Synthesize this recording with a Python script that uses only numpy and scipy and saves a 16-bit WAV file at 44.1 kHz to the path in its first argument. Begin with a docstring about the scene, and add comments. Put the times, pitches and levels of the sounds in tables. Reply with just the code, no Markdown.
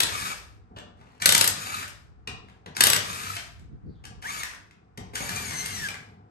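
"""A cordless impact wrench loosens wheel nuts in a bare garage: five trigger pulls, three with blows.
The motor whines over rattling gear noise; the hammer cracks on the anvil and rings socket and hub.
The socket clacks and rubs on nuts and rim, and the shaken tyre booms in its low modes.
Wind brushes the two microphones; a faint whistle falls once over still air."""
import sys
import numpy as np
from scipy import signal
from scipy.fft import rfft, irfft, next_fast_len
from scipy.io import wavfile
from scipy.ndimage import uniform_filter1d

SR = 44100
rng = np.random.default_rng(int(sys.argv[2]) if len(sys.argv) > 2 else 0)


def to_wav(sig):
    """Store sig (one row per channel, or 1-D mono) as 16-bit WAV at the path in sys.argv[1].

    Samples outside -1..1 are clipped; the rate is SR.
    """
    pcm = np.clip(np.atleast_2d(sig), -1, 1) * 32767
    pcm = np.round(pcm).astype(np.int16)
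    wavfile.write(sys.argv[1], SR, pcm.T)  # frames by channels


N = 277830
COAST_S = .3

# trigger pulls: start/s, release/s, spin-up/s, gear noise/dB, wheel shake/dB
PULLS = [(0, 0.29, 0.00032, -39, -46.5), (1.207, 1.806, 0.012, -42.5, -46.5),
         (2.757, 3.358, 0.011, -42, -47.5), (4.216, 4.405, 0.078, -42.5, -50.5),
         (5.132, 5.848, 0.033, -41.5, -50)]
# hammer blows: t/s, level/dB, tilt/(dB/oct)
BLOWS = [(0.0024, -26, 0.5), (0.032, -31, 0), (1.257, -20, 1), (1.29, -23.5, 0.5), (1.3217, -25.5, 3),
         (1.3477, -23.5, 1), (1.378, -28, 3.5), (1.41, -23.5, 0.5), (1.441, -29, 3.5), (1.475, -26.5, 6),
         (2.806, -21, 0), (2.836, -22, 2), (2.868, -24.5, 1), (2.8996, -26.5, 4), (2.9309, -26.5, 0),
         (2.9618, -31, 0)]
# clack and rub colour, band-limited near 12.5 kHz: f/Hz, level/dB
CLACK_RUB_COLOUR = [(40, -59), (150, -22), (400, -13.5), (1000, -2), (2300, -2), (5000, -7.5), (9500, -7.5),
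                    (12200, -14), (12900, -37.5), (14000, -67.5)]


def amp(db):
    return 10 ** (np.asarray(db) / 20)


def unit_rms(x):
    return x / np.sqrt(np.mean(x ** 2) + 1e-20)


def at_hz(points, hz):
    """Interpolates over log frequency."""
    f, value = np.transpose(points)
    return np.interp(np.log(hz + 1), np.log(f + 1), value)


def add(mix, start_s, sound):
    part = mix[round(start_s * SR):][:len(sound)]
    part += sound[:len(part)]


def coloured(x, colour):
    """Zero-phase shaping for steady noise."""
    hz = np.fft.rfftfreq(x.shape[-1], 1 / SR)
    return irfft(rfft(x) * amp(at_hz(colour, hz)), x.shape[-1])


def coloured_causal(x, colour, tilt_db_oct):
    """Minimum-phase shaping by folded cepstrum, tilted about 3 kHz."""
    hz = np.fft.rfftfreq(len(x), 1 / SR)
    gain_db = at_hz(colour, hz) + tilt_db_oct * np.log2((hz + 200) / 3000)
    cepstrum = irfft(np.log(amp(gain_db)))
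    cepstrum[1:len(x) // 2] *= 2
    cepstrum[len(x) // 2 + 1:] = 0
    return irfft(rfft(x) * np.exp(rfft(cepstrum)))


def wander(count, span_samples):
    """Smooth random drift, unit RMS."""
    drift = uniform_filter1d(rng.standard_normal(count), span_samples)
    return unit_rms(uniform_filter1d(drift, span_samples))


def resonate(x, hz, width_hz, stages=1):
    """Unit-gain resonance: shift down, smooth, shift back."""
    carrier = np.exp(2j * np.pi * np.cumsum(hz * np.ones(len(x))) / SR)
    pole = np.exp(-np.pi * width_hz / SR)
    for _ in range(stages):
        x = 2 * (carrier * signal.lfilter([1 - pole], [1, -pole], x / carrier)).real
    return x


def swell_power(peak_s, db, rise_db_per_s, fall_db_per_s):
    t = np.arange(N) / SR - peak_s
    return amp(db + np.minimum(t * rise_db_per_s, -t * fall_db_per_s)) ** 2


def motor_db(t, held_s, spin_up_s):
    """Motor level: swell, hold, brake, coast."""
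    brake_s, coast_db_per_s = .02, 143
    off_s = np.maximum(t - held_s, 0)
    swell_db = -16 * np.maximum(1 - t / spin_up_s, 0) ** 2
    brake_db = -2 * np.minimum(off_s / brake_s, 1)
    return swell_db + brake_db - coast_db_per_s * off_s


def gear_noise(start_s, release_s, spin_up_s, db):
    """Broadband rattle of gears and fan."""
    # gear noise colour, band-limited near 12.5 kHz: f/Hz, level/dB
    colour = [(90, -22), (160, -4.5), (500, -20), (1000, -8.5), (1700, 0), (3000, -5), (6000, -7),
              (9500, -5), (12200, -8.5), (12900, -48), (14000, -83)]
    t = np.arange(0, release_s - start_s + COAST_S, 1 / SR)
    level_db = db + motor_db(t, release_s - start_s, spin_up_s)
    blows_s = [s - start_s for s, *_ in BLOWS if start_s <= s < release_s]
    if blows_s:  # dip once the last blow frees the nut
        level_db -= 3.5 * np.exp(-((t - blows_s[-1] - .052) / .037) ** 2)
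    rattle = amp(2 * wander(len(t), 83)) * rng.standard_normal(len(t))
    return amp(level_db) * unit_rms(coloured(rattle, colour)) * signal.windows.tukey(len(t), .01)


def wheel_shake():
    """Amplitude on the wheel: motor, blows and shoves add in power."""
    # tool shoved against the wheel: t/s, level/dB, fade/(dB/s)
    shoves = [(0.701, -49.5, 23), (2.268, -41, 63.5), (2.657, -40, 155.5), (4.1, -46, 126),
              (4.972, -38.5, 86), (5.3, -39, 16), (5.891, -69, 203)]
    rest_db, shove_rise_s = -61, .011
    power = np.full(N, amp(rest_db) ** 2)
    for start_s, release_s, spin_up_s, _, shake_db in PULLS:
        t = np.arange(0, release_s - start_s + COAST_S, 1 / SR)
        add(power, start_s, amp(shake_db + motor_db(t, release_s - start_s, spin_up_s)) ** 2)
    for s, db, _ in BLOWS:
        power += swell_power(s + .0057, db - 17, rise_db_per_s=900, fall_db_per_s=109)
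    for s, db, fade_db_per_s in shoves:
        power += swell_power(s + shove_rise_s, db, 20 / shove_rise_s, fade_db_per_s)
    return np.sqrt(power)


def tyre_boom():
    """Shaking excites the low modes of tyre and body."""
    # tyre modes: f/Hz, level/dB, decay/s
    modes = [(103.1, 4, 0.15), (144.4, -5, 0.093), (184, -6, 0.042), (241, -8.5, 0.27), (320, -14.5, 0.36),
             (402.6, -12.5, 0.05), (458, -7.5, 0.6), (727, -12, 0.021)]
    hz = np.fft.rfftfreq(N, 1 / SR)
    response = sum(amp(db) / (1 + 1j * (hz - f) * decay_s) for f, db, decay_s in modes)
    response /= 1 + (hz / 1200) ** 4  # the boom fades away above about 1.2 kHz
    response *= hz ** 2 / (hz ** 2 + 60 ** 2)
    return wheel_shake() * unit_rms(irfft(rfft(rng.standard_normal(N)) * response, N))


def wind():
    """Low lumpy pressure, mostly separate at each microphone."""
    # breeze: t/s, level/dB
    breeze = [(0.0, -42.5), (0.26, -50), (0.65, -53.5), (1.09, -58), (1.32, -86), (1.61, -67), (1.88, -48),
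              (2.0, -54.5), (2.39, -50.5), (2.8, -67.5), (2.95, -52), (3.44, -51), (3.77, -50), (3.98, -51),
              (4.3, -58), (4.51, -53.5), (4.84, -69), (5.05, -46), (5.75, -58), (6.16, -73), (6.3, -75.5)]
    # buffets: peak/s, level/dB, deep-bass share/1
    gusts = [(3.628, -51, .5), (3.733, -44, 0.19), (3.894, -38.5, 0), (3.968, -54.5, 0.53),
             (4.067, -47, 0.45), (4.181, -44, 0.99), (5.82, -42, 1)]
    # colours: f/Hz, level/dB
    deep_colour = [(15, -40), (40, -10), (60, 1.5), (85, -1), (150, -10), (400, -49.5), (2000, -100)]
    gust_colour = [(50, -13.5), (130, 1.5), (250, -4), (450, -13), (800, -48.5), (2000, -100)]
    common, left, right = rng.standard_normal((3, N))
    air = np.array([left, right]) + .091 * common
    lumps = amp(.64 * wander(N, 500))
    breeze_power = amp(np.interp(np.arange(N) / SR, *np.transpose(breeze))) ** 2
    swells = np.array([swell_power(s, db, 252, 310) for s, db, _ in gusts])
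    deep_share = np.array([share for *_, share in gusts])
    rumble = np.sqrt(breeze_power + deep_share @ swells) * unit_rms(coloured(air, deep_colour))
    buffets = np.sqrt((1 - deep_share) @ swells) * unit_rms(coloured(air, gust_colour))
    return lumps * (rumble + buffets)


def still_air(db):
    """Steady stereo noise floor."""
    # noise floor colour: f/Hz, level/dB
    colour = [(180, -39.5), (300, -5.5), (430, -16.5), (620, -22), (1320, -17), (3400, -37.5),
              (4500, -39.5), (9000, -48.5), (11000, -108)]
    return amp(db) * unit_rms(coloured(rng.standard_normal((2, N)), colour))


def hammer_blow(db, tilt_db_oct):
    """A crack, doubled by the floor bounce, rings anvil, socket and hub; the hammer rebounds once."""
    # crack colour, band-limited near 12.5 kHz: f/Hz, level/dB
    colour = [(90, -37), (160, -12.5), (400, -3.5), (700, -4), (1400, 0.5), (2200, -2), (3400, 0.5),
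              (6000, -5.5), (9500, -2.5), (12300, -4), (13200, -26.5), (16000, -39)]
    # anvil, socket and hub modes: f/Hz, width/Hz, level/dB
    modes = [(2050, 280, -18), (2800, 31, -6.5), (3390, 600, -11), (4935, 280, -8.5), (5730, 71, -5.5),
             (6950, 98, -20.5), (7600, 60, -7.5), (7880, 90, 3), (9160, 150, 2)]
    t = np.arange(4096) / SR

    def burst(start_s, tau_s):
        age = np.maximum(t - start_s, 0) / tau_s
        return age ** 2 * np.exp(-age)

    strike = burst(0, .001) + .35 * burst(.0033, .001)
    rebound = .079 * burst(.0053, .0054)
    crack = (strike + rebound) * rng.standard_normal(len(t))
    scatter_db = 3 * rng.standard_normal(len(modes))  # no two blows land alike
    ring = sum(amp(mode_db + offset_db) * resonate(crack, hz, width_hz)
               for (hz, width_hz, mode_db), offset_db in zip(modes, scatter_db))
    hub_clank = resonate(crack, hz=2000, width_hz=950, stages=2)
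    impact = unit_rms(coloured_causal(crack, colour, tilt_db_oct))
    return amp(db) * unit_rms(impact + .41 * unit_rms(ring) + amp(-20) * unit_rms(hub_clank))


def clack(db, tilt_db_oct, clank_hz, clank_db, rise_ms):
    """A short steel scrape with one pitched clank rings the rim."""
    # rim modes: f/Hz, level/dB, t60/s
    modes = [(758, -2, .045), (1174, -1, 0.14), (2470, -3.5, .045), (2820, -8.5, 0.035),
             (4000, -12.5, .045), (4040, -7.5, .045), (5700, -10.5, .045), (9050, -11.5, 0.041)]
    t = np.arange(4096) / SR
    age = t * 1000 / rise_ms
    scrape = age * np.exp(-age) * rng.standard_normal(len(t))
    scatter_db = 3 * rng.standard_normal(len(modes))  # each touch finds another spot
    ring = sum(amp(mode_db + offset_db - 60 * t / t60_s) * np.sin(2 * np.pi * hz * t)
               for (hz, mode_db, t60_s), offset_db in zip(modes, scatter_db))
    contact = unit_rms(scrape) + .081 * unit_rms(ring) * (1 - np.exp(-age))
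    contact = unit_rms(coloured_causal(contact, CLACK_RUB_COLOUR, tilt_db_oct))
    clank = unit_rms(resonate(scrape, clank_hz, width_hz=850, stages=2))
    return amp(db) * unit_rms(contact + amp(clank_db) * clank)


def motor_whine(track, mesh_db, flare_at_s):
    """Five partials follow motor speed through the housing; the gear mesh adds three rough lines."""
    # housing radiation: f/Hz, gain/dB
    housing = [(1400, 19), (1700, 10.5), (2200, 4), (3400, 4), (4500, -3.5), (5500, 8.5), (6500, 3.5),
               (8300, -0.5), (9300, -0.5), (12000, 2)]
    # partials 2-5: offset/dB
    offsets_db = [-1, 0, -2, -6]
    mesh_ratio, flutter_db = .545, 3.2  # partials flutter as the tool shifts in the hand
    s, hz, fundamental_db, overtones_db = np.transpose(track)
    t = np.arange(s[0], s[-1], 1 / SR)
    hz = uniform_filter1d(np.interp(t, s, hz), 600)  # rotor inertia
    phase = 2 * np.pi * np.cumsum(hz * (1 + .0015 * wander(len(t), 150))) / SR
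    levels_db = [np.interp(t, s, fundamental_db)]
    levels_db += [np.interp(t, s, overtones_db) + db for db in offsets_db]
    whine = np.zeros(len(t))
    for k, db in enumerate(levels_db, 1):
        radiated_db = db + at_hz(housing, k * hz) + flutter_db * wander(len(t), 400)
        whine += amp(radiated_db) * np.sqrt(2) * np.sin(k * phase)
    noise = rng.standard_normal(len(t))
    mesh = sum(amp(db) * unit_rms(resonate(noise, k * mesh_ratio * hz, width_hz=70))
               for k, db in enumerate([4, -2, -7], 1))
    throb_db = 4.5 * wander(len(t), 350)  # the loose socket loads the gears unevenly
    flare_db = 5.5 * np.exp(-((t - flare_at_s) / .022) ** 2)
    return (whine + amp(mesh_db + throb_db + flare_db) * mesh) * signal.windows.tukey(len(t), .08)


def socket_rub(length_s, db):
    """Uneven grains of steel sliding on steel."""
    count = round(length_s * SR)
    grains = amp(2.4 * wander(count, 250)) * rng.standard_normal(count)
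    colour = [(hz, level_db - 5 * np.log2(hz / 3000)) for hz, level_db in CLACK_RUB_COLOUR]
    return amp(db) * unit_rms(coloured(grains, colour)) * signal.windows.tukey(count, .3)


def faint_whistle():
    """Noise through a narrow falling resonance."""
    # glide: t/s, f/Hz, level/dB
    glide = [(3.86, 4560, -88.5), (3.9, 4370, -75), (3.939, 4160, -80.5), (3.96, 3400, -74.5),
             (4.019, 3530, -84)]
    s, hz, db = np.transpose(glide)
    t = np.arange(s[0], s[-1], 1 / SR)
    tone = resonate(rng.standard_normal(len(t)), np.interp(t, s, hz), width_hz=700, stages=2)
    track = np.zeros(N)
    add(track, s[0], amp(np.interp(t, s, db)) * unit_rms(tone))
    return track


def garage(x):
    """Sparse reflections of random sign, decaying per band; two tails take the sound in turn."""
    # reverberation: f/Hz, t60/s
    decay = [(100, 0.31), (300, 0.74), (900, 0.55), (2000, 0.46), (5000, 0.43), (12000, 0.17)]
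    room = np.zeros((2, N))
    crossfade = np.pi * 7.3 * np.arange(N) / SR
    for share in np.cos(crossfade), np.sin(crossfade):
        taps = np.zeros((2, 36000))
        arrivals = np.arange(300, 35980, 20) + rng.integers(0, 20, (2, 1784))
        np.put_along_axis(taps, arrivals, rng.choice([-1., 1.], arrivals.shape), 1)
        hz, t, bands = signal.stft(taps, SR, nperseg=256)
        bands *= amp(-60 * t / at_hz(decay, hz)[:, None])
        tail = signal.istft(bands, SR, nperseg=256)[1]
        tail /= np.linalg.norm(tail[0])
        room += signal.fftconvolve((x * share)[None], tail, axes=1)[:, :N]
    return room


def scene():
    """Tool and wheel, direct and reverberant, with wind and air."""
    # one track per free spin: t/s, f/Hz, fundamental/dB, overtones/dB (before housing gain)
    spins = [
        [(.12, 2208, -53, -55), (.19, 2252, -54, -59), (.27, 2270, -49, -52), (.34, 2307, -46, -50)],
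        [(1.55, 2222, -70, -66), (1.63, 2277, -61, -51), (1.72, 2310, -52, -53), (1.86, 2367, -56, -54)],
        [(3.04, 2156, -64, -64), (3.11, 2247, -58, -54), (3.22, 2320, -53, -62), (3.33, 2360, -60, -59),
         (3.38, 2374, -54, -55)],
        [(4.235, 1365, -62, -67), (4.259, 1692, -43.5, -60), (4.281, 2064, -48, -54), (4.31, 2246, -50.5, -55),
         (4.357, 2344, -51, -54), (4.405, 2224, -52, -51), (4.44, 2060, -46, -60)],
        [(5.145, 1240, -59, -58), (5.168, 1607, -43, -64), (5.19, 2031, -63, -54), (5.212, 2190, -50, -49),
         (5.27, 2292, -53, -49.5), (5.34, 2395, -51, -52), (5.374, 2405, -42, -50), (5.416, 2393, -54, -49),
         (5.466, 2232, -49, -49.5), (5.5, 2174, -49, -49), (5.544, 2058, -50, -47), (5.616, 2078, -49.5, -42),
         (5.66, 2132, -49, -61), (5.71, 2153, -51, -54), (5.762, 1980, -56, -48), (5.83, 1766, -47, -57),
         (5.876, 1559, -45, -49), (5.89, 1520, -44, -54)],
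    ]
    # gear mesh per spin: level/dB, flare time/s
    meshes = [(-45, 0.22), (-46.5, 1.78), (-48.5, 3.11), (-51.5, 4.29), (-58, 5.3)]
    # socket sliding on nut and rim: start/s, end/s, level/dB
    rubs = [(0.951, 1.198, -65.5), (2.413, 2.6, -71), (4.059, 4.21, -71), (4.443, 4.61, -76.5),
            (4.997, 5.144, -67.5)]
    # socket, trigger, clutch, nuts: t/s, level/dB, tilt/(dB/oct), clank/Hz, clank re scrape/dB, rise/ms
    clacks = [(.091, -44, -4.5, 1790, -10, 2.3), (.3, -47.5, -4, 2350, -8, 3.7),
              (.761, -51.5, -8, 2685, -5, 6), (0.771, -60.5, 0, 2750, 7, 2.1),
              (.785, -53.5, -3.5, 2800, -8, 1.7), (1.011, -64, -8, 3300, -15, 2.5),
              (1.07, -73, -10, 1750, 15, 1.4), (1.118, -80, 3, 4170, -3, 2),
              (1.148, -76, -2, 2380, -7, 2.1), (1.178, -75, -1, 2000, -3, 2.1),
              (1.199, -54, -4, 4020, -7, 4.6), (1.2191, -34.5, -0.5, 2020, -19, 2.9),
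              (1.669, -47, -3, 2450, -8, 0.98), (1.743, -47, 4, 3840, 2, 3.4),
              (1.782, -51.5, -1, 1836, -2.5, 2.8), (1.826, -46.5, -1.5, 1648, -7.5, 3.5),
              (1.877, -53, 5, 2610, -8.5, 3.2), (2.273, -42, -3.5, 2500, -1.5, 2.55),
              (2.484, -65.5, -4.5, 1580, -2, 2.9), (2.496, -68.5, -4, 2500, -4, 2.6),
              (2.66, -52, -5, 1870, -5, 2.2), (2.748, -55, -4, 4900, -3, 5.6),
              (2.7665, -38.5, 0, 1600, -14, 1.9), (3.365, -42, -1.5, 2300, -8, 3.5),
              (3.593, -70, 0, 2175, -10, 3), (4.038, -57.5, -4, 2300, -9, 3.4),
              (4.051, -53, 0.5, 1550, -16, 2.1), (4.222, -51, -1.5, 2060, -11, 4.7),
              (4.362, -51, -3, 2420, -12, 3), (4.432, -40, 2.5, 1830, 0, 2.25),
              (4.443, -53, -5.5, 1940, 0, 2), (4.482, -55.5, 5, 2007, -6.5, 5.2),
              (4.511, -59, -2, 2200, -4, 2), (4.5348, -55, -1, 1540, 5, 1.2),
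              (4.547, -59.5, 3, 2110, -6, 1.9), (4.709, -65.5, -1.5, 1817, -1, 2),
              (4.974, -51, -1.5, 2070, -16.5, 2.7), (5.132, -51, -10, 1580, -10, 5.2),
              (5.1537, -39.5, 2.5, 1940, -19, 2.2), (5.203, -44, -11.5, 1900, -8, 4.1),
              (5.291, -41.5, -0.5, 1470, -14, 2.3), (5.3574, -43, 2, 6200, -13, 3.4),
              (5.5078, -45.5, -3.5, 1850, -11, 1.5), (5.585, -51.5, 2.5, 9000, -1, 3.5),
              (5.6585, -41.5, 4, 8950, -2, 1.6), (5.8855, -42, -1, 2220, -2.5, 2.1),
              (5.94, -49, 1.5, 1730, 6.5, 2.6)]
    gears, whine, hammer, contacts = np.zeros((4, N))
    for start_s, release_s, spin_up_s, db, _ in PULLS:
        add(gears, start_s, gear_noise(start_s, release_s, spin_up_s, db))
    for track, mesh in zip(spins, meshes):
        add(whine, track[0][0], motor_whine(track, *mesh))
    for start_s, end_s, db in rubs:
        add(contacts, start_s, socket_rub(end_s - start_s, db))
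    for s, *row in BLOWS:
        add(hammer, s, hammer_blow(*row))
    for s, *row in clacks:
        add(contacts, s, clack(*row))
    whistle = faint_whistle()
    lowpass = signal.firwin(255, 12600, window=("kaiser", 9), fs=SR)
    left = signal.oaconvolve(gears + whine + contacts, lowpass, "same") + hammer + tyre_boom()
    lag_samples = 20  # the wheel is nearer the left microphone
    right = np.pad(left, (lag_samples, 0))[:N]
    send = gears + amp(-11) * whine + amp(-4) * hammer + amp(-1) * contacts + amp(-2) * whistle
    room = garage(signal.oaconvolve(send, lowpass, "same"))
    return np.array([left, right]) + room + still_air(db=-67) + wind() + whistle


def record(dry):
    """Two close ports share the top octave; the left favours 5-8 kHz. Soft clip, then band limit."""
    # treble common to both ports: f/Hz, share/1
    common = [(8400, 0), (9600, .93), (10200, .99), (11200, .88), (12000, .995), (16000, .95)]
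    # left over right: f/Hz, level/dB
    balance = [(100, 0), (400, 3), (2000, 1.5), (4300, 3), (5200, 9), (6800, 6), (7800, 8.5), (8600, 1)]
    in_phase_hz, half_turn_hz, edge_hz = 12000, 1900, 16100
    size = next_fast_len(N + 2048)
    hz = np.fft.rfftfreq(size, 1 / SR)
    left, right = rfft(dry, size)
    share = at_hz(common, hz)
    phase_turn = np.exp(1j * np.pi * np.minimum(hz - in_phase_hz, 700) / half_turn_hz)
    right = np.sqrt(1 - share ** 2) * right + share * left * phase_turn
    lean = amp(at_hz(balance, hz) / 2)
    ports = irfft(np.array([left * lean, right / lean]), size)[:, :N]
    clipped = ports / (1 + ports ** 4) ** .25
    lowpass = signal.firwin(511, edge_hz, window=("kaiser", 9), fs=SR)
    return signal.oaconvolve(clipped, lowpass[None], "same")


dry = scene()
out = record(dry)
to_wav(out)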